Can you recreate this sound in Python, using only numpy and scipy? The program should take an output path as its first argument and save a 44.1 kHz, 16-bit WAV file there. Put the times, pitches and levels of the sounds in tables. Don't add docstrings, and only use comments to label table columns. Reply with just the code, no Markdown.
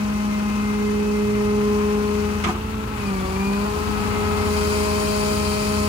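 import sys
import numpy as np
from scipy import signal
from scipy.fft import rfft, irfft
from scipy.io import wavfile
from scipy.ndimage import map_coordinates

SR = 44100
rng = np.random.default_rng(int(sys.argv[2]) if len(sys.argv) > 2 else 0)


def to_wav(s):
    ch = np.atleast_2d(s).T
    pcm = np.round(np.clip(ch, -1, 1) * 32767)
    wavfile.write(sys.argv[1], SR, pcm.astype(np.int16))


N = 259704
TIME = np.arange(N) / SR
FREQ = np.maximum(np.arange(N // 2 + 1) * SR / N, 1)

# time_s, crank_speed_hz
CRANK_SPEED = [(2.46, 20.0), (2.55, 20.48), (2.72, 20.78), (2.92, 20.5), (3.02, 19.8), (3.12, 18.65),
               (3.2, 18.05), (3.28, 18.03), (3.35, 18.42), (3.53, 19.3), (3.72, 20.03), (3.85, 20.15),
               (4.02, 20.0)]
STROKES_PER_TURN = 10.425
PORT_LAG_SAMPLES = 12
SHUT_S, REOPEN_S, VALVE_RAMP_S = 2.53, 2.95, 0.029
TILT_S, TILT_RAMP_S = 3.72, 0.91
FLOW_S, FLOW_RAMP_S = 4.43, 0.35


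def pump(turns, crank_hz):
    # time_s, left_db, right_db
    first = [(0, -22.8, -24.7), (1.85, -22.3, -25), (2.4, -26, -31.5), (2.62, -35, -34), (2.76, -29.5, -29),
             (2.97, -35, -35), (3.06, -30.5, -30.5), (3.2, -27.5, -28.5), (3.28, -34, -36),
             (3.4, -28.5, -30), (3.64, -25.5, -26.5), (3.78, -33, -46), (3.88, -25, -42),
             (4.7, -25.5, -38.5), (5.89, -24, -27.5)]
    second = [(0, -40, -60), (.55, -47.5, -38), (.85, -36, -23), (1.7, -22, -21.5), (2.2, -23, -29.5),
              (2.5, -36, -37.5), (2.95, -44, -35.5), (3.1, -32.5, -34.5), (3.55, -30.5, -30),
              (3.72, -26, -35), (3.95, -31.5, -34), (4.2, -27, -29.5), (4.65, -24.5, -25),
              (5.1, -29, -25.5), (5.89, -29.5, -31)]
    third = [(0, -51, -38), (.4, -39, -38), (.65, -45.5, -52), (1.4, -42, -38), (2.2, -40, -42.5),
             (2.7, -49.5, -49), (3.27, -36, -40), (3.44, -42, -49), (3.58, -39.5, -31), (3.75, -44, -45),
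             (4.0, -48, -48), (4.2, -41, -38), (4.9, -30, -32), (5.89, -31, -31)]
    fifth = [(0, -43.5, -43), (.6, -35.5, -42), (1.2, -44, -54), (1.8, -31.5, -36), (2.1, -37.5, -38.5),
             (2.7, -50, -52), (3.3, -40, -46), (3.6, -31.5, -42), (3.95, -38, -46), (4.12, -44, -44),
             (4.95, -29.5, -35), (5.6, -35, -50), (5.89, -31, -44)]
    # time_s, level_db
    tenth = [(0, -52), (.7, -50), (1.5, -52), (1.8, -56), (2.3, -53), (2.7, -60), (3.75, -60), (4.2, -44),
             (4.7, -48), (5.2, -53), (5.89, -50)]
    # centre_s, length_s, level_db
    squeaks = [(.16, .11, -44), (.34, .095, -42), (.5, .11, -41.5), (.69, .13, -39.5), (.82, .05, -39.5),
               (.88, .045, -39.5), (.98, .06, -41.5), (1.16, .09, -42), (1.36, .1, -45.5),
               (1.48, .09, -43.5), (1.65, .06, -45)]
    # shaft_order, left_db, right_db
    shaft_lines = [(10, -46, -48), (19, -53, -57), (36, -45, -45), (54, -48, -51), (63, -48, -55),
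                   (72, -54, -57), (81, -56, -58)]
    sway = 0.0026 * np.sin(2 * np.pi * turns) + 0.0014 * walk(27.9)
    strokes = STROKES_PER_TURN * turns + sway
    stroke_hz = STROKES_PER_TURN * curves(CRANK_SPEED)[0]
    panel_hz, panel_width_hz = 197.7, 7.8
    panel_db = 6 * np.exp(-((stroke_hz - panel_hz) / panel_width_hz) ** 2)
    hum = tone(strokes, curves(first) + panel_db, lag=0.524, flutter=0.013)
    hum += tone(2 * strokes, curves(second), lag=0.77, flutter=0.039)
    labouring = ramp(SHUT_S, VALVE_RAMP_S) - ramp(TILT_S, VALVE_RAMP_S)
    ragged = strokes + .032 * walk(45) * labouring
    whine = tone(3 * ragged, curves(third), lag=2.07, flutter=0.167)
    whine += tone(5 * ragged, curves(fifth), lag=1.72, flutter=0.11)
    squeaking = sum(undb(db) * bout(s, length) for s, length, db in squeaks) * undb(pan(3))
    waver_db = 4 * np.array([walk(14), walk(14)])
    tenth_gain = np.hypot(undb(curves(tenth) + pan(1) + waver_db), squeaking)
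    whine += tenth_gain * tone(10 * ragged, 0, lag=1.7, flutter=.25)
    shaft = partials(ragged / 9, STROKES_PER_TURN * crank_hz / 9, shaft_lines, flutter=0.57)
    return hum + whine + shaft * work_gain(-1, shut_db=-3.5, tilt_db=2, flow_db=-4)


def exhaust(turns, crank_hz):
    # time_s, level_db
    throb = [(0, -38), (.45, -45), (1.0, -40), (1.35, -42), (1.5, -35), (1.75, -38), (2.35, -30.5),
             (2.8, -36), (3.05, -44), (3.28, -31), (3.6, -46), (3.83, -30), (4.05, -46), (4.3, -30.5),
             (4.6, -29), (4.9, -31), (5.08, -33), (5.2, -43), (5.3, -32), (5.46, -26.5), (5.57, -31),
             (5.64, -46), (5.72, -30), (5.85, -27)]
    # crank_order, left_db, right_db
    orders = [(2, -54, -54), (2.5, -38, -38), (3, -39, -39), (3.5, -45, -46), (5.5, -41, -41),
              (8, -48, -49), (9.5, -44, -44), (13.5, -45, -43), (15.5, -54, -50), (18, -53, -54),
              (19, -55, -53), (25, -57, -59)]
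    lope = partials(turns, crank_hz, orders, flutter=0.0355)
    lope *= work_gain(-1.5, shut_db=0.37, tilt_db=0.94, flow_db=-0.23)
    return lope + tone(4 * turns, curves(throb), lag=0.22, flutter=0.075)


def knock(turns):
    # frequency_hz, gain_db
    block_spectrum = [(35, -17), (74, -7.5), (149, -11), (208, -9), (316, -15), (426, -11), (540, -22),
                      (660, -23.5), (950, -17), (1400, -21), (1720, -27), (2150, -27.5), (2300, -27),
                      (2560, -26.5), (3300, -33.5), (4500, -39), (8800, -86)]
    balance = undb(pan(5 + 1.7 * walk(1.846)))
    firings = 4 * turns
    cylinder = firings.astype(int) % 8
    blow_db = 1.1 * rng.standard_normal(8)[cylinder] + 1.4 * np.cos(2 * np.pi * turns) + 1.1 * walk(40)
    bursts = unit(0.33 + undb(blow_db) * np.exp(-(firings % 1) / 2))
    cycle_noise = rng.standard_normal((3, SR // 10))
    cycle_position = (turns / 2 % 1) * cycle_noise.shape[1]
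    repeating = np.array([np.interp(cycle_position, np.arange(len(row)), row) for row in cycle_noise])
    block = shape(block_spectrum)
    block /= np.sqrt(np.sum(block[(FREQ > 680) & (FREQ < 1000)] ** 2) / len(FREQ))
    bass = block / (1 + (FREQ / 600) ** 2)
    clatter = ports((noise() + 0.74 * repeating) * bursts, diffuse=0.97) * balance
    rumble = ports(noise(), diffuse=0.133 + FREQ / 1800)
    hard = unit(filtered(clatter, resonance(hz=2800, width_hz=900) ** 2)) * undb(-8) * bout(2.5, 0.3)
    body = undb(1) * filtered(clatter, block - bass) + undb(-1) * filtered(rumble, bass)
    return (body + hard) * work_gain(-43, shut_db=-1, tilt_db=3.5, flow_db=-1.5)


def oil(turns):
    # frequency_hz, gain_db
    jet_spectrum = [(900, -14), (2000, -5), (3500, -4.5), (3850, -1.5), (4700, -1), (5250, -2), (5850, -.5),
                    (7000, -2.5), (8200, -5.5), (9400, -6.5), (10500, -9.5), (15500, -11)]
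    # frequency_hz, gain_db
    right_shadow = [(1500, -2), (3000, -5), (4500, -10), (6700, -13), (8500, -1), (9500, 1), (15000, 0)]
    # pitch_hz, width_hz, gain_db
    pipe_modes = [(2425, 40, 5), (3135, 70, 1.5), (4070, 35, -4), (4165, 40, -2.5), (4517, 35, 1.5),
                  (4718, 45, 3.5), (4930, 960, -10), (5367, 30, -3), (6760, 40, -6), (6905, 45, -1.5),
                  (7386, 45, -3.5), (7790, 20, -4), (8400, 200, -7), (8830, 90, -2), (9254, 70, 3),
                  (9365, 35, 4)]
    pulsing = 1 + 0.032 * np.sin(2 * np.pi * STROKES_PER_TURN * turns) + 0.095 * walk(49)
    jet = ports(noise() * pulsing, diffuse=.8 / (1 + (FREQ / 9500) ** 4))
    jet = filtered(jet, shape(jet_spectrum) * np.array([np.ones(len(FREQ)), shape(right_shadow)]))
    strain = undb(0.98 * bout(3.5, 1))
    surge = undb(2.45 * bout(5.32, .7) + .35 * walk(6.2))
    singing = filtered(jet, modes(pipe_modes)) * strain * surge
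    singing *= work_gain(-1, shut_db=-13, tilt_db=2, flow_db=5)
    sliding = 1 - ramp(SHUT_S, VALVE_RAMP_S)
    valve_ring = filtered(jet, undb(-3) * resonance(hz=5800, width_hz=700)) * sliding
    hiss = unit(jet + singing + valve_ring) * strain
    return hiss * work_gain(-41, shut_db=-2.5, tilt_db=2.5, flow_db=4.5)


def gears(turns, crank_hz):
    # time_s, left_db, right_db
    mesh_levels = [(0, -44, -55), (.5, -40.5, -49), (1.3, -45, -59), (1.7, -39, -54), (2.3, -42, -49),
                   (3.0, -40, -56), (3.2, -33.5, -50), (3.55, -43, -57), (3.85, -32.5, -44),
                   (4.3, -30.5, -37), (4.7, -38, -42), (5.15, -39.5, -41), (5.5, -35.5, -39.5),
                   (5.89, -36.5, -39)]
    # centre_s, length_s, level_db, roughness (0-1)
    squeals = [(.57, .2, -41.5, .65), (.72, .05, -47, .8), (1.06, .15, -40.5, .2), (3.01, .03, -43, 1),
               (3.052, .03, -39, .4), (3.085, .024, -33.5, .35), (3.365, .025, -43, 1),
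               (3.415, .04, -37.5, .3), (3.467, .055, -36, .3), (3.54, .09, -39.5, .3),
               (3.67, .05, -41.5, .3)]
    # crank_order, left_db, right_db, tilt_gain_db
    timing_lines = [(40, -52, -56, -2), (62.5, -48, -52, -4), (65.5, -51, -55, -3), (73, -50, -55, 2),
                    (91, -50, -58, -8), (99, -55, -61, 0), (109, -54, -55, 5), (121, -50, -56, 4),
                    (123, -57, -61, 2), (127, -54, -60, 0), (130, -52, -58, -4), (132, -58, -62, 4),
                    (139, -60, -60, -2), (151, -56, -64, -4)]
    tilting = ramp(TILT_S, TILT_RAMP_S)
    labour = .3 + .7 * (ramp(REOPEN_S, VALVE_RAMP_S) - tilting)
    backlash = .075 * labour * walk(70) + .025 * np.sin(2 * np.pi * turns)
    mesh = 64 * turns
    sustained = work_gain(-52, shut_db=-4, tilt_db=1.5, flow_db=1.5) * (1.3 - labour)
    squeal = sustained * tone(2 * mesh + backlash, 2.2 * walk(40), lag=1.0, flutter=.15)
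    chatter, rasp = 0.21 * walk(85), undb(3 * walk(45))
    for s, length, db, roughness in squeals:
        envelope = bout(s, length, steepness=4) * rasp ** roughness
        squeal += envelope * tone(2 * mesh + roughness * chatter, db + pan(3), lag=1.0, flutter=.1)
    timing = sum(partials(turns, crank_hz, [line], flutter=0.576) * undb(tilt_db * tilting)
                 for *line, tilt_db in timing_lines)
    timing *= work_gain(-0.5, shut_db=-18, tilt_db=-2.5, flow_db=5)
    return tone(mesh + backlash, curves(mesh_levels), lag=1.58, flutter=0.15) + squeal + timing


def clunk(t60_s=0.1):
    # start_s, level_db, brightness_hz
    blows = [(2.4385, -23, 3000), (2.4435, -20.7, 3000), (2.4444, -29, 280), (2.451, -27, 1710),
             (2.458, -23, 750), (2.465, -22.5, 295), (2.467, -26.5, 1800), (2.478, -24, 1150),
             (2.484, -25.5, 1300), (2.485, -35, 6500), (2.489, -22.5, 272), (2.492, -23, 1200),
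             (2.507, -28, 900), (2.545, -36, 2200), (2.55, -31, 330), (2.562, -32, 1100),
             (2.687, -44, 2000)]
    # pitch_hz, width_hz, gain_db
    bed_modes = [(190, 38, 15.5), (347, 21, 13.5), (750, 33, 14), (1035, 160, 12), (1220, 74, 16),
                 (1600, 250, -5), (2070, 350, 3.5), (2780, 250, -7), (3320, 300, -16), (6260, 3000, -6.5)]
    deck = modes(bed_modes)
    push = undb(31) / (1 + 1j * FREQ / 450) ** 2
    high_pass = 1 / (1 + 350 / (1j * FREQ))
    spectrum = 0
    for s, db, hz in blows:
        decay = (TIME >= s) * np.exp(-np.log(1000) * np.abs(TIME - s) / t60_s)
        force = high_pass * rfft(noise() * decay) + push * np.exp(-2j * np.pi * FREQ * s)
        colour = deck * resonance(hz, width_hz=hz) / (1 + (FREQ / 9000) ** 4)
        spectrum += undb(db) * force * unit(colour)
    return ports(irfft(spectrum, N), diffuse=FREQ / 1500)


def drones():
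    # start_s, length_s, first_hz, last_hz, glide_s, level_db
    notes = [(0.906, 1.03, 108, 124, 0.55, -35.5), (2.65, 0.54, 123.8, 119.2, 0.24, -37),
             (3.75, 0.9, 93.1, 93.7, 0.82, -31), (4.738, 1.4, 167, 146.7, .25, -40)]
    out = 0
    for s, length, first_hz, last_hz, glide_s, db in notes:
        age = np.clip(TIME - s, 0, length)
        hz = last_hz + (first_hz - last_hz) * np.exp(-(age / glide_s) ** 2)
        out += np.sin(np.pi * age / length) * tone(np.cumsum(hz) / SR, db, lag=0.31, flutter=0.092)
    return out


def air_rush():
    # time_s, level_db
    swell = [(0, -75), (2.85, -60), (4.0, -35), (4.35, -35), (5.0, -39), (5.89, -43)]
    air = filtered(ports(noise(), diffuse=0.66), resonance(hz=880, width_hz=390) ** 2)
    return unit(air) * undb(curves(swell)[0] + 2.2 * walk(13))


def bed_chirps():
    # centre_s, length_s, pitch_hz, level_db
    slips = [(3.203, .028, 3445, -46), (3.256, .022, 3440, -46), (3.307, .02, 3450, -46.5)]
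    return sum(bout(s, length) * tone(hz * TIME + 0.11 * walk(200), db, lag=0.49, flutter=.1)
               for s, length, hz, db in slips)


def valve_whistle(start_s=3.06, length_s=.63, pitch_hz=4505, waver_hz=48):
    held = ramp(start_s, VALVE_RAMP_S) - ramp(start_s + length_s, VALVE_RAMP_S)
    level_db = -57.5 + 5 * np.clip((TIME - start_s) / length_s, 0, 1)
    cycles = np.cumsum(pitch_hz + waver_hz * walk(130)) / SR
    return held * tone(cycles, level_db + pan(7), lag=.5, flutter=.2)


def work_gain(start_db, shut_db, tilt_db, flow_db):
    db = start_db + 1.14 * ramp(1.77, 1.8)
    db += shut_db * (ramp(SHUT_S, VALVE_RAMP_S) - ramp(REOPEN_S, VALVE_RAMP_S))
    return undb(db + tilt_db * ramp(TILT_S, TILT_RAMP_S) + flow_db * ramp(FLOW_S, FLOW_RAMP_S))


def tone(cycles, db, lag, flutter):
    phase = 2 * np.pi * (cycles + rng.random()) - np.array([[lag], [0]])
    in_phase = np.sin(phase) * (1 + flutter * walk(11.5))
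    quadrature = np.cos(phase) * flutter * walk(7.4)
    return np.sqrt(2) * undb(db) * (in_phase + quadrature)


def partials(turns, shaft_hz, table, flutter):
    lag = 2 * np.pi * shaft_hz * PORT_LAG_SAMPLES / SR
    return sum(tone(order * turns, np.array([[left_db], [right_db]]), order * lag, flutter)
               for order, left_db, right_db in table)


def ports(x, diffuse):
    share = np.clip(diffuse, 0, 1)
    direct = np.array([np.roll(x[0], PORT_LAG_SAMPLES), x[0]])
    return filtered(direct, np.sqrt(1 - share)) + filtered(x[1:], np.sqrt(share))


def noise():
    return rng.standard_normal((3, N))


def pan(db):
    return np.array([[.5], [-.5]]) * db


def resonance(hz, width_hz):
    return 1 / (1 + 1j * (FREQ / hz - hz / FREQ) * hz / width_hz)


def modes(table):
    return sum(undb(db) * resonance(hz, width_hz) for hz, width_hz, db in table)


def shape(points):
    hz, db = np.transpose(points)
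    return undb(np.interp(np.log(FREQ), np.log(hz), db))


def filtered(x, response):
    return irfft(rfft(x) * response, N)


def curves(table):
    times, *columns = np.transpose(table)
    return np.array([np.interp(TIME, times, column) for column in columns])


def walk(rate_hz):
    steps = rng.standard_normal(int(2 * rate_hz * N / SR) + 2)
    return map_coordinates(steps, [2 * rate_hz * TIME], order=2, mode="mirror")


def ramp(centre_s, length_s):
    return .5 + .5 * np.sin(np.pi * np.clip((TIME - centre_s) / length_s, -.5, .5))


def bout(centre_s, length_s, steepness=2):
    return np.exp(-(2 * (TIME - centre_s) / length_s) ** steepness)


def undb(db):
    return 10 ** (np.asarray(db) / 20)


def unit(x):
    return x / np.sqrt(np.mean(np.abs(x) ** 2))


def scene():
    speed_hz = curves(CRANK_SPEED)[0]
    turns, crank_hz = np.cumsum(speed_hz) / SR, speed_hz.mean()
    engine = exhaust(turns, crank_hz) + knock(turns) + gears(turns, crank_hz) + air_rush()
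    hydraulics = pump(turns, crank_hz) + oil(turns) + valve_whistle()
    return hydraulics + engine + drones() + clunk() + bed_chirps()


def record(dry):
    high_pass = signal.butter(4, 38, "high", fs=SR, output="sos")
    low_pass = signal.ellip(10, .2, 80, 15750, fs=SR, output="sos")
    return signal.sosfilt(low_pass, signal.sosfilt(high_pass, dry))


dry = scene()
out = record(dry)
to_wav(out)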